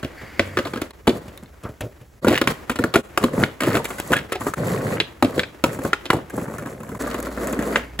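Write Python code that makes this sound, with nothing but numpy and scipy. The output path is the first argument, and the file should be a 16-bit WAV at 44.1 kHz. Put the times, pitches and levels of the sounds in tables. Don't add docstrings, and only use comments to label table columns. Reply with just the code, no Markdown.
import sys
import numpy as np
from scipy import signal
from scipy.fft import rfft, irfft
from scipy.io import wavfile

SR = 44100
rng = np.random.default_rng(int(sys.argv[2]) if len(sys.argv) > 2 else 0)


def wav_record(signal):
    frames = np.transpose(np.atleast_2d(signal))
    bounded = np.clip(frames, -1, 1)
    quanta = np.round(bounded * 32767).astype(np.int16)
    wavfile.write(sys.argv[1], SR, quanta)


N = 352800
T = np.arange(7200) / SR
ATTACK = int(.015 * SR)



def amp(db):
    return np.exp(np.asarray(db) * (np.log(10) / 20))


def unit(x):
    return x / np.sqrt(np.mean(x ** 2) + 1e-20)


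def blow(x):
    return x / np.sqrt(np.mean(x[:ATTACK] ** 2) + 1e-20)


def read(points, hz):
    f, value = np.transpose(points)
    return np.interp(np.log(hz + 1), np.log(f + 1), value)


def colour(x, spectrum):
    n = x.shape[-1]
    gain = amp(read(spectrum, np.fft.rfftfreq(n, 1 / SR)))
    return irfft(rfft(x) * gain, n)


def add(mix, s, sound):
    part = mix[max(round(s * SR), 0):][:len(sound)]
    part += sound[:len(part)]


def wander(rate_hz):
    hz = np.fft.rfftfreq(N, 1 / SR)
    return unit(irfft(rfft(rng.standard_normal(N)) / (1 + (hz / rate_hz) ** 4), N))


def clicks(per_s):
    return unit(rng.standard_normal(N) * (rng.random(N) < per_s / SR))


def stretch(start, end, db, change_db, attack, fade_db_per_s):
    t = np.arange(N) / SR
    held = np.clip((t - start) / max(end - start, 1e-3), 0, 1)
    fade_db = np.clip(fade_db_per_s * (t - end), 0, 200)
    return np.clip((t - start) / attack, 0, 1) * amp(db + change_db * held - fade_db)


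def burst(spectrum, t60, rise=0.00092):
    size = np.repeat(amp(4 * rng.standard_normal(len(T) // 24)), 24)
    spray = colour(rng.standard_normal(len(T)) * size, spectrum)
    return blow(spray * (1 - np.exp(-T / rise)) * amp(-60 * T / t60))


def ring(modes, scale, t60, spread_db, rise, detune=0.028):
    hz, db = np.transpose(modes)[:, :, None]
    size = amp(db + spread_db * rng.standard_normal(hz.shape)) * rng.choice([-1, 1], hz.shape)
    hz = hz * scale * (1 + detune * rng.standard_normal(hz.shape))
    waves = (size * np.sin(2 * np.pi * hz * T)).sum(0)
    return blow(waves * (1 - np.exp(-T / rise)) * np.exp(-np.log(1000) * T / t60))


def chatter(x, span, share, count=3):
    out = x.copy()
    for s, size in rng.random((count, 2)):
        add(out, span * (s + 0.13), share * (2 * size - 1) * x)
    return blow(out)


# (f/Hz, level/dB)
DECK = [(245, -2), (285, -3.5), (335, -3), (410, -7.5), (533, -3.5), (640, -14.5)]
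# (f/Hz, level/dB)
TRUCKS = [(860, -1), (1020, 4), (1220, 6), (1400, 4.5), (1620, 2), (1900, -3), (2350, -8.5)]
DECK_HZ, TRUCKS_HZ = 300, 1300
DECK_T60, TRUCK_T60, CLACK_T60 = .066, .036, .04
# (f/Hz, level/dB per Hz)
THUD = [(25, -10), (60, -5.5), (110, 10.5), (170, -2.5), (260, -3.5), (600, -8), (3000, -90)]
BODY = [(100, -57), (220, -0.5), (350, 0.5), (600, 6), (850, -17), (3000, -24)]
CLACK = [(300, -0.5), (750, 0), (1400, 2), (2200, -12.5), (3000, -27.5), (7000, -31)]
CRACK = [(1200, -8), (2400, 1), (3300, -1.5), (4400, -8.5), (5500, -12), (7000, -23), (14000, -71)]
GRIT = [(1500, 10.5), (4000, -15.5), (6500, 4.5), (8000, 6.5), (10500, 5.5), (13000, 0.5), (15700, -1.5)]
# (clack level/dB, ring length as a factor)
CHOKE = [(-25.5, 1.22), (-6.5, 0.37)]
BOOM_DB_PER_OCTAVE = -14


def knock(boom_db, thump_db, clack_db, crack_db, grit_db, deck_hz=300, clack_hz=1300):
    length = np.interp(clack_db, *np.transpose(CHOKE))
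    low, high = deck_hz / DECK_HZ, clack_hz / TRUCKS_HZ
    boom = burst(THUD, t60=0.074, rise=0.001)
    deck = ring(DECK, low, DECK_T60, spread_db=3.0, rise=0.0022)
    deck = deck + amp(-17) * burst(np.multiply(BODY, [low, 1]), t60=0.094)
    trucks = ring(TRUCKS, high, TRUCK_T60 * length, spread_db=3, rise=0.0004)
    trucks = trucks + amp(-4) * burst(CLACK, t60=CLACK_T60 * length)
    return (amp(boom_db + BOOM_DB_PER_OCTAVE * np.log2(low)) * boom
            + amp(thump_db - 1.5) * blow(deck)
            + amp(clack_db - 5.0) * chatter(blow(trucks), span=0.005637, share=0.58)
            + amp(crack_db - 4.5) * burst(CRACK, t60=0.047 * length, rise=0.0012)
            + amp(grit_db) * burst(GRIT, t60=0.039, rise=0.000081))


# (t/s, deck thump level/dB, deck f/Hz, truck clack level/dB, clack f/Hz, crack level/dB)
KNOCKS = [(0.029, -29, 303, -28.5, 1650, -34), (0.045, -24.5, 320, -41, 1320, -30.5),
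          (0.394, -15, 301, -17, 1426, -21), (0.571, -17.5, 322, -15.5, 1420, -23.5),
          (0.587, -20.5, 302, -19, 1656, -23), (0.653, -26, 362, -29, 1300, -33),
          (0.669, -32, 333, -27, 1380, -33), (0.735, -27.5, 289, -27.5, 1294, -30.5),
          (0.758, -25.5, 280, -28, 1400, -34), (0.773, -29, 268, -30, 1390, -35),
          (0.816, -21.5, 341, -27.5, 1170, -27.5), (0.907, -43, 496, -49, 1430, -44),
          (1.071, -19, 382, -19, 1250, -22.5), (1.076, -12, 268, -16, 923, -20),
          (1.092, -15, 326, -31, 1230, -24.5), (2.2459, -16.5, 278, -17.5, 1250, -37),
          (2.268, -11.5, 285, -27, 1327, -42), (2.281, -12, 293, -17, 1245, -18.5),
          (2.29, -29, 530, -38, 1390, -40), (2.303, -14, 308, -37, 1280, -31),
          (2.313, -19, 382, -30, 1560, -34), (2.326, -15.5, 310, -25, 1410, -27),
          (2.332, -25, 396, -26, 1690, -36), (2.414, -16, 308, -15.5, 1310, -18),
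          (2.473, -20.5, 297, -16, 1410, -13.5), (2.696, -20.5, 278, -16.5, 1340, -23),
          (2.714, -31, 292, -28, 1540, -33), (2.757, -30.5, 329, -31, 1420, -29.5),
          (2.788, -26, 320, -21, 1470, -32), (2.792, -15.5, 263, -43, 1200, -55),
          (2.839, -14.5, 312, -14, 1414, -35), (2.939, -28, 516, -22, 1440, -18),
          (2.943, -16.5, 470, -20, 1370, -24), (2.958, -10, 302.5, -17, 970, -19),
          (2.973, -28, 293, -47, 1200, -29), (3.175, -20.5, 396, -11.5, 1230, -19),
          (3.227, -36, 320, -35, 1350, -33), (3.238, -12, 304, -16, 1000, -21.5),
          (3.336, -25, 280, -40, 1200, -47), (3.379, -20.5, 260, -32.5, 1360, -55),
          (3.427, -18.5, 197, -21.5, 1110, -44), (3.605, -27, 356, -20, 1700, -24.5),
          (3.619, -21.5, 317, -24, 1560, -28), (3.6343, -21.5, 347, -20.5, 1420, -23.5),
          (3.672, -14, 300, -25.5, 1170, -42), (3.685, -22, 205, -34, 1210, -40),
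          (3.708, -35, 330, -29, 1330, -50), (3.721, -26, 307, -30, 1650, -47),
          (3.743, -17, 280, -20.5, 1670, -33), (3.752, -19.5, 369, -19.5, 1590, -22.5),
          (3.769, -22, 325, -17, 1250, -27), (3.797, -27, 544, -40, 1000, -48),
          (3.846, -48, 390, -38, 1680, -30), (3.904, -31, 328, -27, 1540, -34.5),
          (3.983, -41, 330, -29.5, 1640, -35), (3.999, -36, 305, -30.5, 1295, -28.5),
          (4.106, -18.5, 264, -32, 1190, -44), (4.119, -19, 372, -18, 930, -27),
          (4.129, -26, 297, -14.5, 1450, -27), (4.321, -22.5, 415, -26, 1183, -24),
          (4.354, -24.5, 420, -49, 1290, -27.5), (4.407, -30, 286, -28, 1110, -42),
          (4.416, -36, 330, -27, 1230, -48), (4.467, -18, 343, -20, 1296, -36),
          (4.481, -49, 374, -24.5, 1330, -65), (5.225, -12, 314, -10.5, 990, -21),
          (5.245, -14.5, 325, -35, 1290, -25), (5.378, -16, 281, -32, 1270, -33),
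          (5.639, -13, 297, -10, 1028, -14.5), (5.789, -25, 297, -30, 1250, -45),
          (5.85, -21, 296, -22, 1166, -37), (6.055, -33, 302, -46, 1450, -26.5),
          (6.103, -22, 418, -10, 1590, -22), (6.131, -17.5, 435, -17.5, 895, -29),
          (6.141, -20.5, 183, -33, 1100, -46), (6.166, -30, 375, -40, 1210, -41),
          (6.334, -28, 248, -39, 1170, -58), (6.378, -23, 274, -24.5, 984, -52),
          (6.421, -27.5, 248, -39, 1120, -61), (6.48, -29, 261, -32.5, 1210, -62),
          (6.51, -42, 272, -39, 1330, -56), (6.539, -33, 257, -34, 1170, -59),
          (6.549, -38, 260, -37, 1390, -56), (6.583, -41, 300, -29, 1450, -44),
          (6.592, -39, 308, -37, 1380, -46), (6.622, -32, 284, -39, 1450, -50),
          (6.659, -31, 290, -30, 1360, -44), (6.672, -33, 327, -34, 1000, -48),
          (6.803, -31, 275, -38.5, 1380, -51), (6.832, -38, 260, -34, 1230, -49),
          (6.89, -33, 270, -34.5, 1160, -47), (6.917, -28, 238, -38, 1370, -60),
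          (6.949, -36, 276, -30.5, 1246, -50), (7.037, -30, 322, -29, 1260, -44),
          (7.073, -44, 323, -24.5, 1270, -48), (7.111, -35, 330, -50, 1597, -35),
          (7.143, -25, 348, -24, 1350, -34), (7.186, -26.5, 318, -32, 1390, -44),
          (7.268, -29.5, 310, -27, 1453, -44), (7.374, -26, 348, -28, 1435, -50),
          (7.478, -30, 325, -31, 1400, -40), (7.529, -23.5, 324, -28, 1354, -35),
          (7.59, -21, 280, -26.5, 1550, -37), (7.624, -24, 318, -27, 1340, -38),
          (7.727, -30, 290, -31, 1700, -47), (7.99, -22.5, 297, -29, 1370, -20)]
BOOM_DB, CRUSH_DB, CRUSH_SLOPE, BENCH_CRUSH_DB = -12.5, -15, 0.74, -7.5
AXLE_LAG_S, AXLE_THUMP_DB, AXLE_HARD_DB = .023, -17.5, -21.5


def knocks():
    out = np.zeros(N)
    for s, thump_db, deck_hz, clack_db, clack_hz, crack_db in KNOCKS:
        hardness_db = (clack_db + crack_db) / 2
        grit_db = CRUSH_DB + CRUSH_SLOPE * hardness_db + BENCH_CRUSH_DB * (s < BENCH_END_S)
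        levels = np.array([thump_db + BOOM_DB, thump_db, clack_db, crack_db, grit_db])
        add(out, s, knock(*levels, deck_hz, clack_hz))
        second = knock(*(levels[:2] + AXLE_THUMP_DB), *(levels[2:] + AXLE_HARD_DB), deck_hz, clack_hz)
        add(out, s + AXLE_LAG_S * rng.uniform(.8, 1.2), second)
    return out


# (t/s, ring f/Hz, ring level/dB, crack level/dB, crack f/Hz, grit level/dB, deck thump level/dB)
POPS = [(0.3945, 2000, -14.5, -24, 2200, -56, -39), (2.3537, 1750, -26, -25.5, 2000, -49, -29),
        (2.381, 2150, -31, -38, 2100, -52, -45), (2.957, 1466, -12.5, -25, 1800, -30, -33),
        (3.4359, 1470, -16, -21.5, 2000, -39, -24.5), (3.853, 1930, -31, -33.5, 2010, -31, -37),
        (4.1341, 1434, -12.5, -22.5, 1780, -28, -33), (4.165, 1800, -21.5, -31, 1990, -33, -29),
        (4.537, 1320, -22.5, -39, 2000, -33.5, -42), (5.0014, 3000, -25, -19, 2290, -49, -30),
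        (5.01, 2200, -34, -29, 2190, -45, -27), (5.394, 1544, -21, -21.5, 2000, -38, -34),
        (5.433, 1580, -29, -29.5, 2000, -60, -43), (5.932, 1414, -12, -23.5, 1940, -36.5, -27),
        (6.102, 1020, -13, -22.5, 1980, -41, -19), (6.303, 1600, -37.5, -54, 2000, -45, -46),
        (7.758, 1205, -19.5, -17, 1750, -55, -35)]
# (f as a multiple of the ring pitch, level/dB)
TAIL = [(.72, -35), (.87, -34), (1, 6), (1.17, -3.5), (1.3, -2.5), (1.5, -9), (1.85, -19)]
TAIL_T60 = .026
# (f/Hz, level/dB per Hz)
SNAP = [(500, -9), (1100, -4), (2000, 6.5), (3200, 3.5), (4400, -6.5), (5500, -17), (8000, -19),
        (14000, -52)]
SNAP_HZ, FREE_DECK = 2010, 1.313


def pops():
    rings, cracks = np.zeros((2, N))
    for s, hz, ring_db, crack_db, crack_hz, grit_db, thump_db in POPS:
        wood = ring(TAIL, hz, TAIL_T60, spread_db=-1.0, rise=0.00033, detune=0.011)
        wood = wood + amp(-17.5) * burst(CLACK, t60=0.12, rise=0.00023)
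        thump = ring(DECK, FREE_DECK, 0.031, spread_db=6, rise=0.00046)
        add(rings, s, amp(ring_db - 3.0) * blow(wood) + amp(thump_db) * thump)
        snap = burst(np.multiply(SNAP, [crack_hz / SNAP_HZ, 1]), t60=0.036, rise=0.0002)
        add(cracks, s, amp(crack_db + 2.0) * snap + amp(grit_db + .3) * burst(GRIT, t60=.035))
    return rings, cracks


# (t/s, level/dB)
SLAPS = [(0.3946, -16), (2.84, 1), (5.0012, 4), (5.931, -12), (7.757, -10)]


def slaps(hz=2700, t60=0.00078):
    out = np.zeros(N)
    for s, db in SLAPS:
        add(out, s, amp(db - 2.5 - 60 * T / t60) * np.sin(2 * np.pi * hz * T))
    return out


# (t/s, level/dB)
COVER_HITS = [(1.078, -18), (2.268, -24), (2.303, -22), (2.961, -21), (3.238, -19), (5.226, -19.5),
              (5.641, -50)]
# (f/Hz, level/dB, t60/s)
COVER = [(241, 1.5, 0.14), (311, -3, 0.16), (360.5, -1.5, 0.14), (536, 3, 0.097), (1003, -1, 0.046),
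         (1466, -12, 0.056)]


def covers(rise=0.0013):
    out = np.zeros(N)
    hz, db, t60 = np.transpose(COVER)[:, :, None]
    for s, hit_db in COVER_HITS:
        size = amp(db + 3.1 * rng.standard_normal(hz.shape) - 60 * T / t60) * rng.choice([-1, 1], hz.shape)
        waves = (size * np.sin(2 * np.pi * hz * T)).sum(0)
        add(out, s, amp(hit_db) * blow(waves * (1 - np.exp(-T / rise))))
    return out


# (t/s, level/dB)
PINGS = [(0.651, -31.5), (0.815, -38), (0.907, -41), (1.076, -21), (1.094, -31), (1.376, -41), (1.459, -50),
         (2.44, -35), (3.238, -28), (5.226, -24)]
# (f/Hz, level/dB)
AXLE = [(2150, -9), (3650, -4), (4020, -3), (4500, -10)]


def pings():
    out = np.zeros(N)
    for s, db in PINGS:
        steel = ring(AXLE, 0.98, t60=0.031, spread_db=2, rise=0.00018, detune=0.018)
        add(out, s, amp(db - 6) * (steel + amp(-6) * burst(CRACK, t60=.025, rise=.0001)))
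    return out


# (f/Hz, level/dB per Hz)
RATTLE = [(600, -2), (1000, 0), (1400, -8), (1900, -2.5), (2400, -15), (3000, -8), (6000, -10.5)]


def rattles(per_s, count=8):
    out = np.zeros(N)
    for _ in range(count):
        tap = ring(TRUCKS, rng.uniform(.85, 1.55), .016, spread_db=4.5, rise=.0003)
        tap = tap + burst(RATTLE, t60=.012, rise=.0002)
        out += signal.oaconvolve(clicks(per_s=per_s / count), blow(tap))[:N]
    return unit(out)


# (start t/s, end t/s, level/dB)
SCRAPES = [(2.248, 2.413, -27.5), (2.47, 2.525, -28), (3.602, 3.813, -33.5), (4.104, 4.221, -32),
           (4.31, 4.362, -35), (4.405, 4.49, -64)]
# (f/Hz, level/dB per Hz)
SCRAPE = [(400, -42), (900, -11), (1400, 1.5), (2000, 3), (2800, 1), (4300, -9), (5800, -18), (14000, -33)]


def scrapes():
    pressure = np.zeros(N)
    for start, end, db in SCRAPES:
        length = max(round((end - start) * SR), 2)
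        add(pressure, start, amp(db) * signal.windows.tukey(length, .5))
    slips = (clicks(per_s=420) + .15 * rng.standard_normal(N)) * amp(3.5 * wander(rate_hz=160))
    return pressure * unit(unit(colour(slips, SCRAPE)) + amp(-3.5) * rattles(per_s=190))


# (start t/s, end t/s, f/Hz, glide/Hz, level/dB)
SQUEAKS = [(4.156, 4.172, 1738, -45, -23.5), (4.318, 4.338, 1302, -12, -31.5)]


def squeaks(jitter=0.0242):
    overtones = [(1.001, -4), (1.529, -10), (2, -11)]  # (multiple of the pitch, level/dB)
    out = np.zeros(N)
    for start, end, hz, glide_hz, db in SQUEAKS:
        pitch = np.interp(np.arange(N) / SR, [start, end], [hz, hz + glide_hz])
        pitch = pitch * (1 + jitter * wander(rate_hz=136))
        phase = 2 * np.pi * np.cumsum(pitch) / SR
        tone = sum(amp(part_db) * np.sin(k * phase) for k, part_db in overtones)
        out += stretch(start, end, db, 0, 0.003, 990) * unit(tone)
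    return out


# (start t/s, end t/s, joints per s, thump level/dB)
JOINTS = [(4.58, 4.97, 36, -34), (7.05, 7.74, 20, -35.5)]
JOINT_SPREAD_DB, JOINT_CLACK_DB, JOINT_CRACK_DB = 1, -9, -24


def joints():
    out = np.zeros(N)
    for start, end, per_s, db in JOINTS:
        for s in np.arange(start, end, 1 / per_s):
            size_db = db + JOINT_SPREAD_DB * rng.standard_normal()
            deck_hz, clack_hz = rng.uniform([220, 950], [400, 1600])
            clack_db = size_db + JOINT_CLACK_DB
            bump = knock(size_db + BOOM_DB, size_db, clack_db, clack_db + JOINT_CRACK_DB, clack_db - 13.0,
                         deck_hz, clack_hz)
            add(out, s + rng.uniform(-.5, .5) / per_s, bump)
    return out


TICKS_PER_S, TICK_DB, TICK_SPREAD_DB = 80, -16, 4


def ticks():
    out = np.zeros(N)
    count = round(TICKS_PER_S * N / SR)
    places, scales, sizes = rng.random(count), rng.uniform(.7, 1.5, count), rng.standard_normal(count)
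    for place, scale, size in zip(places, scales, sizes):
        tick = ring(TRUCKS, scale, .014, spread_db=4, rise=.0002)
        add(out, place * N / SR, amp(TICK_DB + TICK_SPREAD_DB * min(size, 1.5)) * tick)
    return out


# (touch t/s, lift t/s, rumble level/dB, swell until lift/dB,
# tread noise level/dB re rumble, grit level/dB re rumble)
ROLLS = [(0.38, 0.847, -38.5, -2, -13, -10.5), (1.08, 1.168, -30, -1.5, -13, -15),
         (1.2, 1.407, -41.5, -9, -8.5, -15), (2.211, 2.353, -31.5, 2.5, -6.5, -14),
         (2.356, 2.456, -40.5, 9.5, -15, -17), (2.483, 2.563, -16.5, -26.5, -3, -9),
         (2.784, 2.863, -32, 1, -9, -30), (2.97, 3.002, -34.5, -0.5, -25, -3.5),
         (3.201, 3.286, -23, -5.5, -12.5, -15), (3.305, 3.422, -32.5, 12.5, -15, -14),
         (3.617, 3.782, -27, 3, -8.5, -11.5), (3.815, 4.072, -44, 5, -3, 0),
         (4.082, 4.188, -27.5, -1, -13, -16), (4.39, 4.51, -30.5, -7.5, -7, -3.5),
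         (4.563, 4.965, -24.5, 1, -13.5, -14), (5.225, 5.314, -27.5, -3, -11, -15),
         (5.334, 5.399, -26.5, 0, -11, -12.5), (5.642, 5.802, -25.5, -10.5, -15, -10.5),
         (5.805, 5.87, -24, -5, -12.5, -11), (6.122, 6.18, -28.5, 0.5, -22, -22),
         (6.322, 6.764, -29.5, -8, -19, -14), (6.768, 6.958, -40, 4.5, -20, -10.5),
         (6.988, 7.387, -27.5, -8, -8.5, -11.5), (7.38, 7.774, -27.5, 0.5, -15, -14)]
TOUCH_S, RUMBLE_FADE_DB_PER_S, GRIT_FADE_DB_PER_S = 0.026, 228, 256


def roll_gains():
    gains = np.zeros((3, N))
    for start, end, db, swell_db, tread_db, grit_db in ROLLS:
        contact = stretch(start, end, db, swell_db, TOUCH_S, RUMBLE_FADE_DB_PER_S)
        gains[0] += contact ** 2
        gains[1] += (contact * amp(tread_db)) ** 2
        gains[2] += stretch(start, end, db + grit_db, swell_db, TOUCH_S, GRIT_FADE_DB_PER_S) ** 2
    return np.sqrt(gains)


# (f/Hz, level/dB per Hz)
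RUMBLE = [(25, -54), (55, -21), (110, 7), (200, 4.5), (330, -1), (560, 1.5), (800, -12.5), (1500, -34),
          (5000, -83)]
BLOCK_RUMBLE = [(25, -38), (60, -20), (130, -11.5), (230, 4), (330, -0.5), (600, -0.5), (850, -15.5),
                (1500, -15.5), (5000, -51)]
TREAD = [(300, 6), (750, -8.5), (1100, 12), (1500, -19), (1950, 5), (2400, -31), (3200, -8), (4500, -2),
         (9000, -60)]


def wheels():
    bumps = wander(rate_hz=17.0)
    on_blocks = np.arange(N) / SR > LEDGE_START_S
    shake = rng.standard_normal(N) * amp(.8 * bumps)
    rumble = np.where(on_blocks, unit(colour(shake, BLOCK_RUMBLE)), unit(colour(shake, RUMBLE)))
    contacts = clicks(per_s=520) + 1.35 * rng.standard_normal(N)
    tread = unit(colour(contacts * amp(2.5 * bumps), TREAD))
    rattle = unit(rattles(per_s=340) * amp(1.6 * bumps))
    rattle = rattle * amp(np.where(on_blocks, -2, -5))
    sand = unit(clicks(per_s=2500) * amp(3.0 * np.minimum(rng.exponential(1, N), 5)))
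    grit = unit(colour((sand + 0.71 * rng.standard_normal(N)) * amp(3.3 * bumps), GRIT))
    layers = np.array([rumble + ticks(), amp(-3.5) * tread + rattle, grit])
    gains = roll_gains()
    other_wheels = (gains * np.roll(layers, SR, axis=1)).sum(0)
    side = colour(other_wheels, [(100, -22.0), (300, -24), (550, -10), (3000, -0.5), (10000, -19.0)])
    return (gains * layers).sum(0) + np.array([side, -side])


# (t/s, level/dB)
STONES = [(0.817, -32.5), (0.907, -46), (1.375, -43.5), (1.434, -50), (3.844, -31), (3.853, -36),
          (3.983, -45), (3.988, -49), (3.999, -26), (4.326, -30), (4.672, -36), (5.837, -37), (6.298, -43),
          (6.366, -40), (6.583, -40), (7.021, -35), (7.077, -39), (7.201, -34), (7.227, -35),
          (7.472, -31.5), (7.527, -33)]


def stones():
    out = np.zeros(N)
    for s, db in STONES:
        add(out, s, amp(db) * burst(GRIT, t60=0.018, rise=0.00011))
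    return out


# (start t/s, end t/s, level/dB, fall/dB per s; a negative fall grows louder)
SPINS = [(0, 0.204, -54, -8), (0.17, 0.403, -44.5, 4), (0.393, 0.852, -42, 26), (7.717, 8, -35, 100)]
# (f/Hz, level/dB per Hz)
WHIRR = [(900, -18.5), (1600, -3.5), (2200, 1), (2500, -9.5), (3000, -14), (4000, -21), (4700, -12.5),
         (5400, -23), (8000, -26)]


def bearings():
    whirr = unit(colour(rng.standard_normal(N), WHIRR))
    spin = np.zeros(N)
    for start, end, db, fall in SPINS:
        spin += stretch(start, end, db, -fall * (end - start), attack=0.015, fade_db_per_s=560)
    return spin * whirr


# (t/s, thud level/dB, scuff level/dB, grit level/dB)
STEPS = [(0.028, -17, -42, -68), (0.231, -27, -22, -65), (1.28, -29, -36, -41), (1.426, -27.5, -32, -49),
         (1.635, -25.5, -23, -39.5), (1.65, -18.5, -13.5, -63), (1.689, -23.5, -26, -47),
         (1.807, -20, -15.5, -27.5), (1.835, -18.5, -49, -50), (1.861, -27, -62, -66),
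         (2.012, -32, -53, -50), (3.387, -12, -50, -60)]


def steps():
    out = np.zeros(N)
    for s, thud_db, scuff_db, grit_db in STEPS:
        thud = burst(THUD, t60=0.11, rise=0.0013) + amp(-14.0) * burst(BODY, t60=0.21, rise=0.0031)
        add(out, s, amp(thud_db - 9.0) * blow(thud) + amp(scuff_db - 21.0) * burst(CLACK, t60=0.14))
        add(out, s, amp(grit_db - 7.0) * burst(GRIT, t60=0.045) + amp(grit_db - 7.5) * burst(CRACK, t60=0.095))
    return out


def bench(s=.398, hz=94.5, db=-29, t60=1.0):
    t = np.maximum(np.arange(N) / SR - s, 0)
    return amp(db - 60 * t / t60) * np.sin(2 * np.pi * hz * t)


# (t/s, level/dB)
RUSTLE_LEVEL = [(0, -43.5), (.85, -47), (1, -48.5), (1.45, -51.5), (2.15, -54), (2.6, -41.5), (3.12, -47.5),
                (3.498, -44), (4.3, -43), (5.08, -43), (5.58, -47), (6.02, -41.5), (7, -54), (8, -46)]
# (f/Hz, level/dB per Hz)
RUSTLE = [(60, 0), (130, -4), (330, 4), (600, -2), (900, -5.5), (1900, -7.5), (4500, -22), (8000, -24),
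          (15000, -26)]


def rustle():
    level_db = np.interp(np.arange(N) / SR, *np.transpose(RUSTLE_LEVEL)) + 2.7 * wander(rate_hz=24)
    shared = 0.77 * clicks(per_s=750) + rng.standard_normal(N)
    grains = shared + 1.05 * rng.standard_normal((2, N))
    return amp(level_db) * unit(colour(grains, RUSTLE))


def fan(start=7.0, hz=59):
    t = np.arange(N) / SR
    hum = amp(-39.5 + .4 * wander(rate_hz=3)) * np.sqrt(2) * np.sin(2 * np.pi * hz * t)
    rush = unit(colour(rng.standard_normal(N), [(20, -25), (80, -11), (140, 8), (500, -11), (3000, -45)]))
    return (hum + amp(-47.0) * rush) * np.clip((t - start) / 0.019, 0, 1)


# (f/Hz, level/dB per Hz)
AIR = [(20, -10), (45, 1), (65, 9), (120, -3), (300, -16), (600, -26), (1500, -72), (3000, -36),
       (6000, -31), (15000, -32.5)]


def air(db=-48):
    shared, apart = rng.standard_normal(N), rng.standard_normal((2, N))
    return amp(db) * unit(colour(shared + 0.15 * apart, AIR))


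# (f/Hz, t60/s)
YARD = [(100, 0.22), (600, 0.43), (1800, 0.27), (3200, 0.29), (14000, 0.11)]


def yard(x, count=3):
    out = np.zeros((2, N))
    for k in range(count):
        taps = rng.standard_normal((3, SR // 2)) * (rng.random((3, SR // 2)) < 2500 / SR)
        hz, t, z = signal.stft(taps[0] + 2.5 * taps[1:], SR, nperseg=256)
        z = z * amp(-60 * t / read(YARD, hz)[:, None]) * (1 - np.exp(-t / 0.0034))
        tail = signal.istft(z, SR, nperseg=256)[1]
        share = np.sqrt(2 / count) * np.cos(np.pi * (4 * np.arange(N) / SR + k / count))
        out += signal.fftconvolve((share * x)[None], tail / np.linalg.norm(tail[0]), axes=1)[:, :N]
    return out


def at_ports(x, phase):
    half = np.interp(np.fft.rfftfreq(N, 1 / SR), *np.transpose(phase)) / 2
    return irfft(rfft(x) * np.exp(1j * np.array([half, -half])), N)


# (f/Hz, phase/rad)
OFF_AXIS = [(0, 0), (700, .1), (1000, .35), (1800, .55), (3100, 1.8), (4300, .8), (5500, 2.2), (6400, 1.5),
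            (7200, 0)]
# (t/s, depth/dB, half-width/s)
DIPS = [(0.924, 20, 0.0075), (2.211, 19, 0.0091), (3.026, 15.5, 0.014), (4.553, 13, 0.0063),
        (6.987, 17, 0.0054)]
BENCH_END_S, LEDGE_START_S = DIPS[0][0], DIPS[-1][0]


def scene():
    t = np.arange(N) / SR
    landings = knocks() + covers() + pings() + joints() + scrapes() + squeaks()
    rolling = wheels()
    rings, cracks = pops()
    cracks = cracks + slaps()
    small = steps() + stones() + bearings() + bench() + fan() + rustle()
    by_wall = (t < BENCH_END_S) | (t > LEDGE_START_S)
    pop_spread = amp(-7) * rings + amp(1.5) * cracks
    radiated = (landings + pop_spread + amp(-5.0) * rolling[0]) * amp(2.4 * by_wall)
    echo = colour(yard(radiated), [(80, -24.0), (400, -24.5), (1200, -16.0), (2100, -18.5),
                                   (3000, -16.5), (8000, -12.0)])
    dips_db = sum(depth * np.exp(-((t - s) / width) ** 2) for s, depth, width in DIPS)
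    board = at_ports(landings + rings + cracks, OFF_AXIS)
    return (board + rolling + small + echo + air()) * amp(-dips_db)


# (f/Hz, phase/rad)
PORTS = [(0, 0), (400, -.1), (680, -.55), (950, .05), (7100, 0), (9200, -3.14), (9600, -3.3), (11000, -6.1),
         (11700, -6.4), (13600, -9.42), (14300, -9.7), (15300, -12.56)]


def record(dry):
    left, right = at_ports(dry, PORTS)
    left = colour(left, [(60, -1.2), (300, 0.085), (1000, 1.24), (2000, 0.43), (5800, -1.2), (8000, -0.28)])
    bass_cut = signal.butter(3, 42, "high", fs=SR, output="sos")
    pair = signal.sosfilt(bass_cut, np.array([left, right]))
    rounded = pair / (1 + (pair / .92) ** 6) ** (1 / 6)
    band_limit = signal.firwin(255, 15850, window=("kaiser", 9), fs=SR)
    return signal.oaconvolve(rounded, band_limit[None], "same")


dry = scene()
out = record(dry)
wav_record(out)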